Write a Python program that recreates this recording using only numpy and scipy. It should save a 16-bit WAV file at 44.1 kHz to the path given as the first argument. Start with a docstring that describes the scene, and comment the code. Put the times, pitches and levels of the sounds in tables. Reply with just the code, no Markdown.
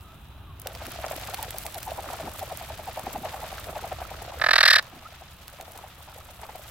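"""A calm lake lies under a low distant rumble, and faint calls carry across it.
Within the first second small waterbirds begin to run over the water, one after another, to take off.
Their feet slap air pockets into the surface and throw up spray that patters back.
At 4.4 s a bird close by gives a loud rattling cry: forty pulses a second, each a dip in pitch
as its syrinx presses shut. Softer runs follow to the end."""
import sys
import numpy as np
from scipy import signal
from scipy.fft import rfft, irfft, next_fast_len
from scipy.io import wavfile
from scipy.ndimage import uniform_filter1d

SR = 44100
rng = np.random.default_rng(int(sys.argv[2]) if len(sys.argv) > 2 else 0)


def materialize(psi):
    """Save the field psi as 16-bit PCM at rate SR to the path in sys.argv[1].

    A 1-D psi becomes a single channel; in a 2-D psi each row is a channel.
    """
    bounded = np.clip(np.atleast_2d(psi).T, -1, 1)
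    quanta = np.round(bounded * 32767).astype(np.int16)
    wavfile.write(sys.argv[1], SR, quanta)


N = 295470
T = np.arange(N) / SR

# Churned water. Each row: time in seconds, then relative levels in dB of bubbles, splash and fine spray.
CHURN = [(0, -62, -64, -63.5), (.55, -64, -68, -86), (0.7, -49.5, -53.5, -60), (0.85, -45.5, -47, -55.5),
         (1.21, -46.5, -45, -51.5), (1.79, -51, -50.5, -52.5), (2.09, -41, -47, -52),
         (2.69, -51, -49, -54.5), (3.07, -46.5, -50, -55.5), (3.45, -44.5, -47.5, -52.5),
         (4.09, -47, -50, -58), (4.35, -44, -50, -58.5), (4.85, -51, -54, -63), (5.312, -61, -56, -65.5),
         (5.792, -52, -55, -58.5), (5.982, -58, -57, -62), (6.7, -53.5, -53.5, -56.5)]


def from_db(db):
    """Amplitude grows tenfold with every 20 dB."""
    return 10 ** (np.asarray(db) / 20)


def rms_one(x):
    """Normalisation brings the mean power to 1."""
    return x / np.sqrt(np.mean(x ** 2) + 1e-20)


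def in_time(rows):
    """Linear interpolation gives each column of a time curve at every sample."""
    times, *columns = np.transpose(rows)
    return [np.interp(T, times, column) for column in columns]


def at_hz(points, hz):
    """Interpolation reads a spectrum on a logarithmic frequency axis."""
    freqs, values = np.transpose(points)
    return np.interp(np.log(np.maximum(hz, 1)), np.log(freqs), values)


def shaped(x, gain):
    """Filtering multiplies the spectrum by a function of frequency."""
    size = next_fast_len(N + 8192)
    hz = np.arange(size // 2 + 1) * SR / size
    return irfft(rfft(x, size) * gain(hz), size)[..., :N]


def band(x, low_hz, high_hz, order=2):
    """A causal band-pass attenuates what lies outside its two edges."""
    sos = signal.butter(order, [low_hz, min(high_hz, .47 * SR)], "band", fs=SR, output="sos")
    return signal.sosfilt(sos, x + 1e-18)


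def resonate(x, hz, width_hz):
    """A damped two-pole resonator has unit gain at its peak."""
    r = np.exp(-np.pi * width_hz / SR)
    feedback = [1, -2 * r * np.cos(2 * np.pi * hz / SR), r * r]
    return signal.lfilter(np.array([1, 0, -1]) * (1 - r * r) / 2, feedback, x + 1e-18)


def drift(rate):
    """A random fluctuation of rms 1 moves to a new value rate times a second."""
    knots = rng.standard_normal(N // 8)
    return rms_one(np.interp(T * rate, np.arange(len(knots)), knots))


def add(out, s, sound):
    """Superposition: a sound joins the mix from s seconds on."""
    i = max(int(round(s * SR)), 0)
    out[..., i:i + sound.shape[-1]] += sound[..., :max(N - i, 0)]


def diffuse(pair, spectrum):
    """A diffuse field is coherent in the bass: two noises become stereo of rms 1, coloured by (Hz, dB)."""
    # Each row: frequency in Hz, correlation of left and right.
    coherence = [(30, 0.99), (70, 0.96), (130, 1), (640, 0.82), (1400, 0.77), (3000, 0.32), (6000, 0.096),
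                 (15000, 0.14)]
    alike = lambda hz: np.clip(at_hz(coherence, hz), -.99, .99)
    mid = shaped(pair[0], lambda hz: from_db(at_hz(spectrum, hz)) * np.sqrt(1 + alike(hz)))
    side = shaped(pair[1], lambda hz: from_db(at_hz(spectrum, hz)) * np.sqrt(1 - alike(hz)))
    return rms_one(np.array([mid + side, mid - side]))


def patter(per_s, size_db, clump_db):
    """Shot noise: two trains of uneven impacts share their random instants and swell in clumps."""
    born = rng.random(N) < per_s / SR
    sizes = from_db(size_db * np.minimum(rng.exponential(1, N), 5) + clump_db * drift(rate=160))
    return born * sizes * rng.standard_normal((2, N))


def background(air_db=-52):
    """Diffuse noise makes a low distant rumble and the faint hiss of open air."""
    # Each row: frequency in Hz, relative spectral density in dB.
    rumble_spectrum = [(13, -41), (22, -64), (44, 0.5), (65, 6), (105, 1.5), (205, -12), (400, -17.5),
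                       (520, -39), (880, -120)]
    air_spectrum = [(120, 4.5), (200, -1.5), (400, -14.5), (850, -3), (1030, -6), (1250, -2.5),
                    (1900, -15.5), (2250, -18), (2500, -9.5), (4000, -11), (4400, -38), (8000, -30),
                    (12000, -20.5), (16000, -22)]
    # Each row: time in seconds, level in dB.
    rumble_levels = [(0, -46.5), (1.25, -45), (3, -46), (4.45, -45), (4.65, -53), (5.8, -54), (6.7, -51)]
    rumble = from_db(in_time(rumble_levels)[0]) * diffuse(rng.standard_normal((2, N)), rumble_spectrum)
    return rumble + from_db(air_db) * diffuse(rng.standard_normal((2, N)), air_spectrum)


def shore(x, near_s=.008, near_db=-19, tail_db=-33, t60_s=.48):
    """Reflection returns one quick dull echo, then faint scatter from the bank and the trees."""
    t = np.arange(SR) / SR
    scatter = rng.standard_normal((2, SR)) * from_db(-60 * t / t60_s)
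    tail = signal.fftconvolve(x, scatter / np.linalg.norm(scatter[0]), axes=1)[:, :N]
    near = np.array([np.interp(T - near_s, T, side) for side in x])
    return band(from_db(near_db) * near + from_db(tail_db) * tail, 400, 7500, order=1)


def far_calls(waver=.013):
    """Birds across the lake give short pure tones, frequency-modulated by a glide and a waver."""
    # Each row: centre time and length in seconds, first and last pitch in Hz, level in dB.
    notes = [(0.095, 0.122, 1237, 1355, -53), (0.497, 0.063, 1220, 1030, -49),
             (5.062, 0.022, 1195, 1387, -37.5)]
    out, wobble = np.zeros(N), 1 + waver * drift(rate=140)
    for s, length, start_hz, end_hz, db in notes:
        pitch = np.interp(T, [s - length / 2, s + length / 2], [start_hz, end_hz]) * wobble
        swell = from_db(db) * np.exp(-(2 * (T - s) / length) ** 2)
        out += swell * np.sin(2 * np.pi * np.cumsum(pitch) / SR)
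    return out


def wake(cycles=6, bubble_db=1.5, splash_db=2, spray_db=5.5):
    """In churned water small bubbles resonate, while falling drops and fine spray make impact noise."""
    # Each row: frequency in Hz, relative spectral density in dB.
    splash_spectrum = [(650, -28), (1300, -5.5), (1700, -4.5), (3700, -6), (7000, -15), (10000, -28),
                       (16000, -50)]
    spray_spectrum = [(3500, -20), (6000, -5), (7000, -4), (7900, -.5), (9800, -2.5), (12200, 1.5),
                      (15000, -2.5), (16000, -6)]
    bubble_colour = [(250, -4), (420, -.5), (650, 10), (1000, 1), (1300, 2.5), (1800, -10.5)]
    bubbles, splash, spray = from_db(in_time(CHURN))
    births, size_class = patter(per_s=1100, size_db=4, clump_db=1), rng.integers(0, 18, N)
    pitches = np.geomspace(300, 1600, 18)
    rings = sum(resonate(births * (size_class == k), hz, hz / cycles) for k, hz in enumerate(pitches))
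    rings = from_db(bubble_db) * diffuse(rings, bubble_colour)
    heavy = from_db(splash_db) * diffuse(patter(per_s=7000, size_db=2, clump_db=2.5), splash_spectrum)
    fine = from_db(spray_db) * diffuse(patter(per_s=7000, size_db=3, clump_db=3.5), spray_spectrum)
    return bubbles * rings + splash * heavy + spray * fine


def droplets(per_s=70, size_db=7, cycles=3, level_db=-9):
    """Lone droplets fall out of the spray, each exciting a brief damped resonance."""
    falls, size_class = patter(per_s, size_db, clump_db=-1.5), rng.integers(0, 10, N)
    pitches = np.geomspace(3500, 14500, 10)
    pings = sum(resonate(falls * (size_class == k), hz, hz / cycles) for k, hz in enumerate(pitches))
    return from_db(in_time(CHURN)[2] + level_db) * rms_one(pings)


def plunges(length_s=.0054, gap_s=.035, pitch_spread=.217, flutter=.25, gurgle_db=-3, gurgle_s=.01):
    """A bird sinks in and opens large cavities that resonate in low gulps as water gurgles in."""
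    # Each row: start and length in seconds, level in dB, cavity pitch in Hz.
    strokes = [(0.881, .02, -41, 324), (2.087, .02, -44.5, 375), (2.242, .05, -37.5, 279),
               (3.044, .05, -40.5, 298.6), (3.153, .09, -42, 209), (3.699, .02, -43.5, 359),
               (4.937, .05, -47, 252)]
    gulps, rush, t = np.zeros(N), np.zeros(N), np.arange(-SR // 20, SR // 20) / SR
    wobble = 1 + flutter * drift(rate=220)
    for (start, length, db, hz), detunes in zip(strokes, rng.uniform(-.92, 1, (len(strokes), 20))):
        for s, detune in zip(np.arange(start, start + length, gap_s), detunes):
            pitch = hz * np.exp(pitch_spread * detune) * np.interp(s + t, T, wobble)
            swell = from_db(db) * np.exp(-.5 * (t / length_s) ** 2)
            add(gulps, s + t[0], swell * np.sin(2 * np.pi * np.cumsum(pitch) / SR))
            add(rush, s + t[0], from_db(db + gurgle_db) * np.exp(-.5 * (t / gurgle_s) ** 2))
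    return gulps + rush * rms_one(band(rng.standard_normal(N), 134, 357))


def falling_drops(per_s=9, over_spray_db=20.5, body_db=-4, spread_db=.5):
    """Among the sharpest impacts, lesser ones fall at random with a strength that follows the spray."""
    # Each row: time in seconds, relative level in dB, level of the body against the tick in dB.
    sharpest = [(0.5974, -28, -23), (.617, -25.5, -17), (0.6705, -17, -5), (0.7501, -37, 8.5),
                (0.8658, -26, -8), (.9178, -26.5, -9), (1.0815, -31.5, 2), (1.163, -23.5, -8.5),
                (1.343, -18.5, -3), (1.4273, -17, -10), (1.506, -19.5, -7.5), (1.5833, -17, -23),
                (1.6641, -19, -5.5), (1.7439, -23.5, -7), (1.8294, -22.5, -5), (2.3925, -22, -10),
                (2.5723, -21, -16), (2.9938, -23, -18), (4.8255, -33, -6), (5.4796, -27, -5.5),
                (5.6099, -30, 0), (5.7752, -29, -8), (6.557, -32, -11)]
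    chance = rng.random((int(per_s * N / SR), 3))
    times = chance[:, 0] * N / SR
    loud, full = (2 * chance[:, 1:].T - 1) * spread_db
    spray_db = np.interp(times, T, in_time(CHURN)[2])
    return list(sharpest) + list(zip(times, spray_db + over_spray_db + loud, body_db + full))


def near_drops(decay_s=.00064, scatter_s=.0019, scatter_db=-17, level_db=-6, left_minus_right_db=-2.5):
    """The impact of a near drop radiates a tick over a lower body, then it scatters into finer drops."""
    tick, body, t = np.zeros((2, N)), np.zeros((2, N)), np.arange(SR // 30) / SR
    attack = (1 - np.exp(-t / .0012)) ** 2
    envelope = attack * (np.exp(-t / decay_s) + from_db(scatter_db) * np.exp(-t / scatter_s))
    pan_db = left_minus_right_db * np.array([[.5], [-.5]])
    for s, db, body_db in falling_drops():
        hit = from_db(db + level_db + pan_db) * envelope / envelope.max()
        add(tick, s, hit)
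        add(body, s, from_db(body_db) * hit)
    tick *= rms_one(band(rng.standard_normal((2, N)), 8500, 20700))
    body *= rms_one(band(rng.standard_normal(N), 1250, 5600))
    return tick + body


def footsteps(spread_db=1, pitch_spread=.0502, length_spread=.41, lift_s=.021, lift_db=-8.5, lift_share=.55):
    """A run is a periodic train of unequal slaps; many plop again as the foot pulls out."""
    # Each row: first and last step in seconds, number of steps, first and last relative level in dB,
    # pitch of the air pocket in Hz, slap length in seconds.
    runs = [(.66, 0.818, 2, -29, -30.5, 649.5, 0.0036), (1.043, 1.112, 2, -21, -22, 711, 0.005),
            (1.181, 1.392, 5, -34.5, -29, 793, .005), (1.436, 2.103, 7, -34, -26, 739, 0.0068),
            (2.136, 2.278, 3, -30, -30, 707, 0.0077), (2.43, 2.888, 6, -28, -29, 688, 0.0092),
            (2.977, 3.529, 7, -23.5, -32, 741.3, 0.0084), (3.693, 3.922, 4, -26, -26, 738, 0.0059),
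            (4.018, 4.322, 4, -25.5, -34.5, 772, .005), (4.93, 5.221, 4, -42, -37.5, 761, 0.0054),
            (5.601, 5.841, 4, -33.5, -35.5, 762, 0.0041), (5.982, 6.394, 5, -39, -43, 811, .004),
            (6.435, 6.554, 3, -31.5, -35, 730, 0.0063)]
    steps = []
    for first, last, count, first_db, last_db, hz, length in runs:
        for along in np.linspace(0, 1, int(round(count))):
            loud, high, long = rng.standard_normal(3)
            lifts, late = rng.random(2)
            s = first + along * (last - first)
            db = first_db + along * (last_db - first_db) + spread_db * loud
            detune = np.exp(pitch_spread * high)
            steps.append((s, db, hz * detune, length * np.exp(length_spread * long)))
            if lifts < lift_share:
                steps.append((s + lift_s * (1 + (late - .5) / 2), db + lift_db, hz / detune, length))
    return steps


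def thrown_water(steps, lead_s=.021, fall_s=.015, level_db=-17.5):
    """Each foot flings up a sheet of water that tears into coarse drops, a burst of shot noise."""
    colour = [(400, -20), (900, 8), (1400, 3), (2500, 1), (4500, -19), (9000, -32)]
    throw, t = np.zeros(N), np.arange(-SR // 25, SR // 10) / SR
    envelope = np.exp(-np.abs(t) / np.where(t < 0, lead_s, fall_s))
    for s, db, _, _ in steps:
        add(throw, s + t[0], from_db(db + level_db) * envelope)
    return throw * diffuse(patter(per_s=2500, size_db=0, clump_db=3.5), colour)


def slaps(steps, glide=.1338, flutter=.11, soft_s=.0079, froth_rise=.63, froth_s=.013, froth_db=-11):
    """A foot punches an air pocket that resonates a few unsteady cycles, sinks in pitch and froths shut."""
    froth_colour = [(200, -17), (450, -2), (750, 7), (1400, -18), (2500, -32), (8000, -30)]
    tone, wash, t = np.zeros(N), np.zeros(N), np.arange(-SR // 50, SR // 12) / SR
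    wobble = drift(rate=500)
    for (s, db, hz, length), turn in zip(steps, rng.random(len(steps))):
        rise = .8 * length / soft_s   # short slaps land flat and start abruptly
        swell = np.exp(-(np.abs(t) / (length * np.where(t < 0, rise, 1))) ** 1.85)
        pitch = hz * (1 - glide * np.tanh(t / .0041) + flutter * np.interp(s + t, T, wobble))
        add(tone, s + t[0], from_db(db) * swell * np.sin(2 * np.pi * (np.cumsum(pitch) / SR + turn)))
        froth = np.exp(-np.abs(t) / (froth_s * np.where(t < 0, froth_rise * rise, 1)))
        add(wash, s + t[0], from_db(db + froth_db) * froth)
    pockets = band(tone, 290, 3000, order=1) * from_db([[-.6], [-1.4]])   # slightly to the left
    return pockets + wash * diffuse(rng.standard_normal((2, N)), froth_colour)


def cry_pulses(start_s=4.397, count=17, gap_s=.02306, gap_growth_s=.000226):
    """The pulse period lengthens evenly; the cry grows louder, harsher and fuller as the bird pushes."""
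    # Each row: time in seconds, relative level in dB, overtone tilt in dB per octave,
    # seconds for which a pulse sounds before its lowest pitch.
    effort = [(4.397, -32, -2.2, .002), (4.42, -19.5, -2.5, .006), (4.49, -14.5, -1, .0044),
              (4.52, -15.5, .5, .0078), (4.63, -14.2, 1.7, .0087), (4.7, -14, 4, .015),
              (4.767, -15.3, 2.4, .015), (4.793, -21, 1.7, .0145)]
    k = np.arange(count)
    pulse_times = start_s + k * gap_s + gap_growth_s * k * (k - 1) / 2
    times, *columns = np.transpose(effort)
    return list(zip(pulse_times, *(np.interp(pulse_times, times, column) for column in columns)))


def syrinx(top_hz=2080, low_hz=540, dip_s=.0075, pitch_spread=.04, jitter=.024, rasp=.16, smear=.35,
           bite_db=4, edge_s=.0007, attack_s=.0047, onset_db=-6.5, release_s=.004):
    """A vibrating membrane presses shut in each pulse: the pitch dives and a whistle turns to a buzz."""
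    # Each row: harmonic number, relative level in dB.
    pressed_spectrum = [(1, 4.5), (2, 4.5), (3, 2), (4, -9.5), (6, -8), (9, -16), (24, -34)]
    open_spectrum = [(1, 0), (2, -20), (3, -18), (6, -36), (24, -60)]
    source, swell, t = np.zeros(N), np.zeros(N), np.arange(-SR // 50, SR // 100) / SR
    k = np.arange(1, 25)[:, None]
    pressed, opened = from_db(at_hz(pressed_spectrum, k)), from_db(at_hz(open_spectrum, k))
    wobble, dip = drift(rate=900), np.exp(-np.abs(t / dip_s) ** 1.6)
    pulses = cry_pulses()
    for (s, db, tilt_db, lead_s), high in zip(pulses, rng.standard_normal(len(pulses))):
        age = t + lead_s
        detune = 1 + pitch_spread * high + jitter * np.interp(s + t, T, wobble)
        pitch = (top_hz + (low_hz - top_hz) * dip) * detune
        buzz = (1 - np.tanh((pitch - 1620) / 170)) / 2
        buzz *= (1 + np.tanh((age - .0008) / .0015)) / 2   # each pulse starts pure
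        brightness = tilt_db + bite_db * dip * (1 - dip)   # greatest halfway down the dive
        overtones = ((1 - buzz) * opened + buzz * pressed) * from_db(brightness * np.log2(k))
        # the membrane closes gradually, so the overtones do not peak together
        phase = 2 * np.pi * k * np.cumsum(pitch) / SR - smear * k ** 2
        gate = (1 + np.tanh(age / (2 * edge_s))) * (1 + np.tanh((release_s - t) / (2 * edge_s))) / 4
        attack_db = onset_db * np.clip(1 - age / attack_s, 0, 1)
        add(source, s + t[0], gate * (overtones * (k * pitch < SR / 2) * np.cos(phase)).sum(axis=0))
        add(swell, s + t[0], gate * from_db(db + attack_db))
    return source * (1 + rasp * rng.standard_normal(N)), swell


def cry(level_db=1.5, shimmer_db=1.1, hiss_db=-29, lag_s=.00006):
    """Source and filter: the syrinx excites the resonances of the throat, and the open bill radiates."""
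    # Throat and bill resonances. Each row: frequency in Hz, bandwidth in Hz, gain in dB.
    formants = [(695, 1600, -5.5), (1150, 140, 1.5), (1725, 223, 3), (3900, 370, 6.5), (4800, 1570, 0),
                (8400, 1900, -11), (11720, 1200, -6)]
    # Each row: frequency in Hz, gain of the open bill in dB.
    radiation = [(250, -18), (520, -1), (5400, 3.5), (6500, -6.5), (9000, 11.5), (12000, 2), (16000, -8)]
    # Each row: frequency in Hz, left minus right level in dB.
    balance = [(400, 0.5), (700, -4), (1300, -4.5), (2200, -6.5), (4200, 4.5), (8000, 5.5), (15000, -6)]
    source, swell = syrinx()
    voice = sum((-1) ** i * from_db(db) * resonate(source, hz, width)
                for i, (hz, width, db) in enumerate(formants))
    voice = shaped(voice, lambda hz: from_db(at_hz(radiation, hz)))
    # the effort, not the throat, sets the loudness
    voice /= np.sqrt(np.abs(uniform_filter1d(voice ** 2, size=160)) + 1e-4)
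    voice *= swell * from_db(level_db + shimmer_db * drift(rate=1500))
    # air hisses through the bill, the more so the harder the pulse
    breath = rms_one(band(rng.standard_normal((2, N)), 10800, 13200))
    hiss = from_db(hiss_db) * swell * (swell / swell.max()) ** 2 * breath
    # the bird is to the right, so the left side hears it later
    left = shaped(voice, lambda hz: from_db(at_hz(balance, hz) / 2) * np.exp(-2j * np.pi * hz * lag_s))
    right = shaped(voice, lambda hz: from_db(-at_hz(balance, hz) / 2))
    return np.array([left, right]) + hiss


def scene():
    """The birds, their echoes, the water and the open air add by superposition."""
    steps = footsteps()
    birds = cry() + slaps(steps) + thrown_water(steps) + near_drops() + plunges() + far_calls()
    return birds + shore(birds) + wake() + droplets() + background()


def record(dry):
    """A steep low-pass filter removes the treble above 16 kHz."""
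    return signal.sosfilt(signal.ellip(10, .2, 80, 16000, fs=SR, output="sos"), dry)


dry = scene()
out = record(dry)
materialize(out)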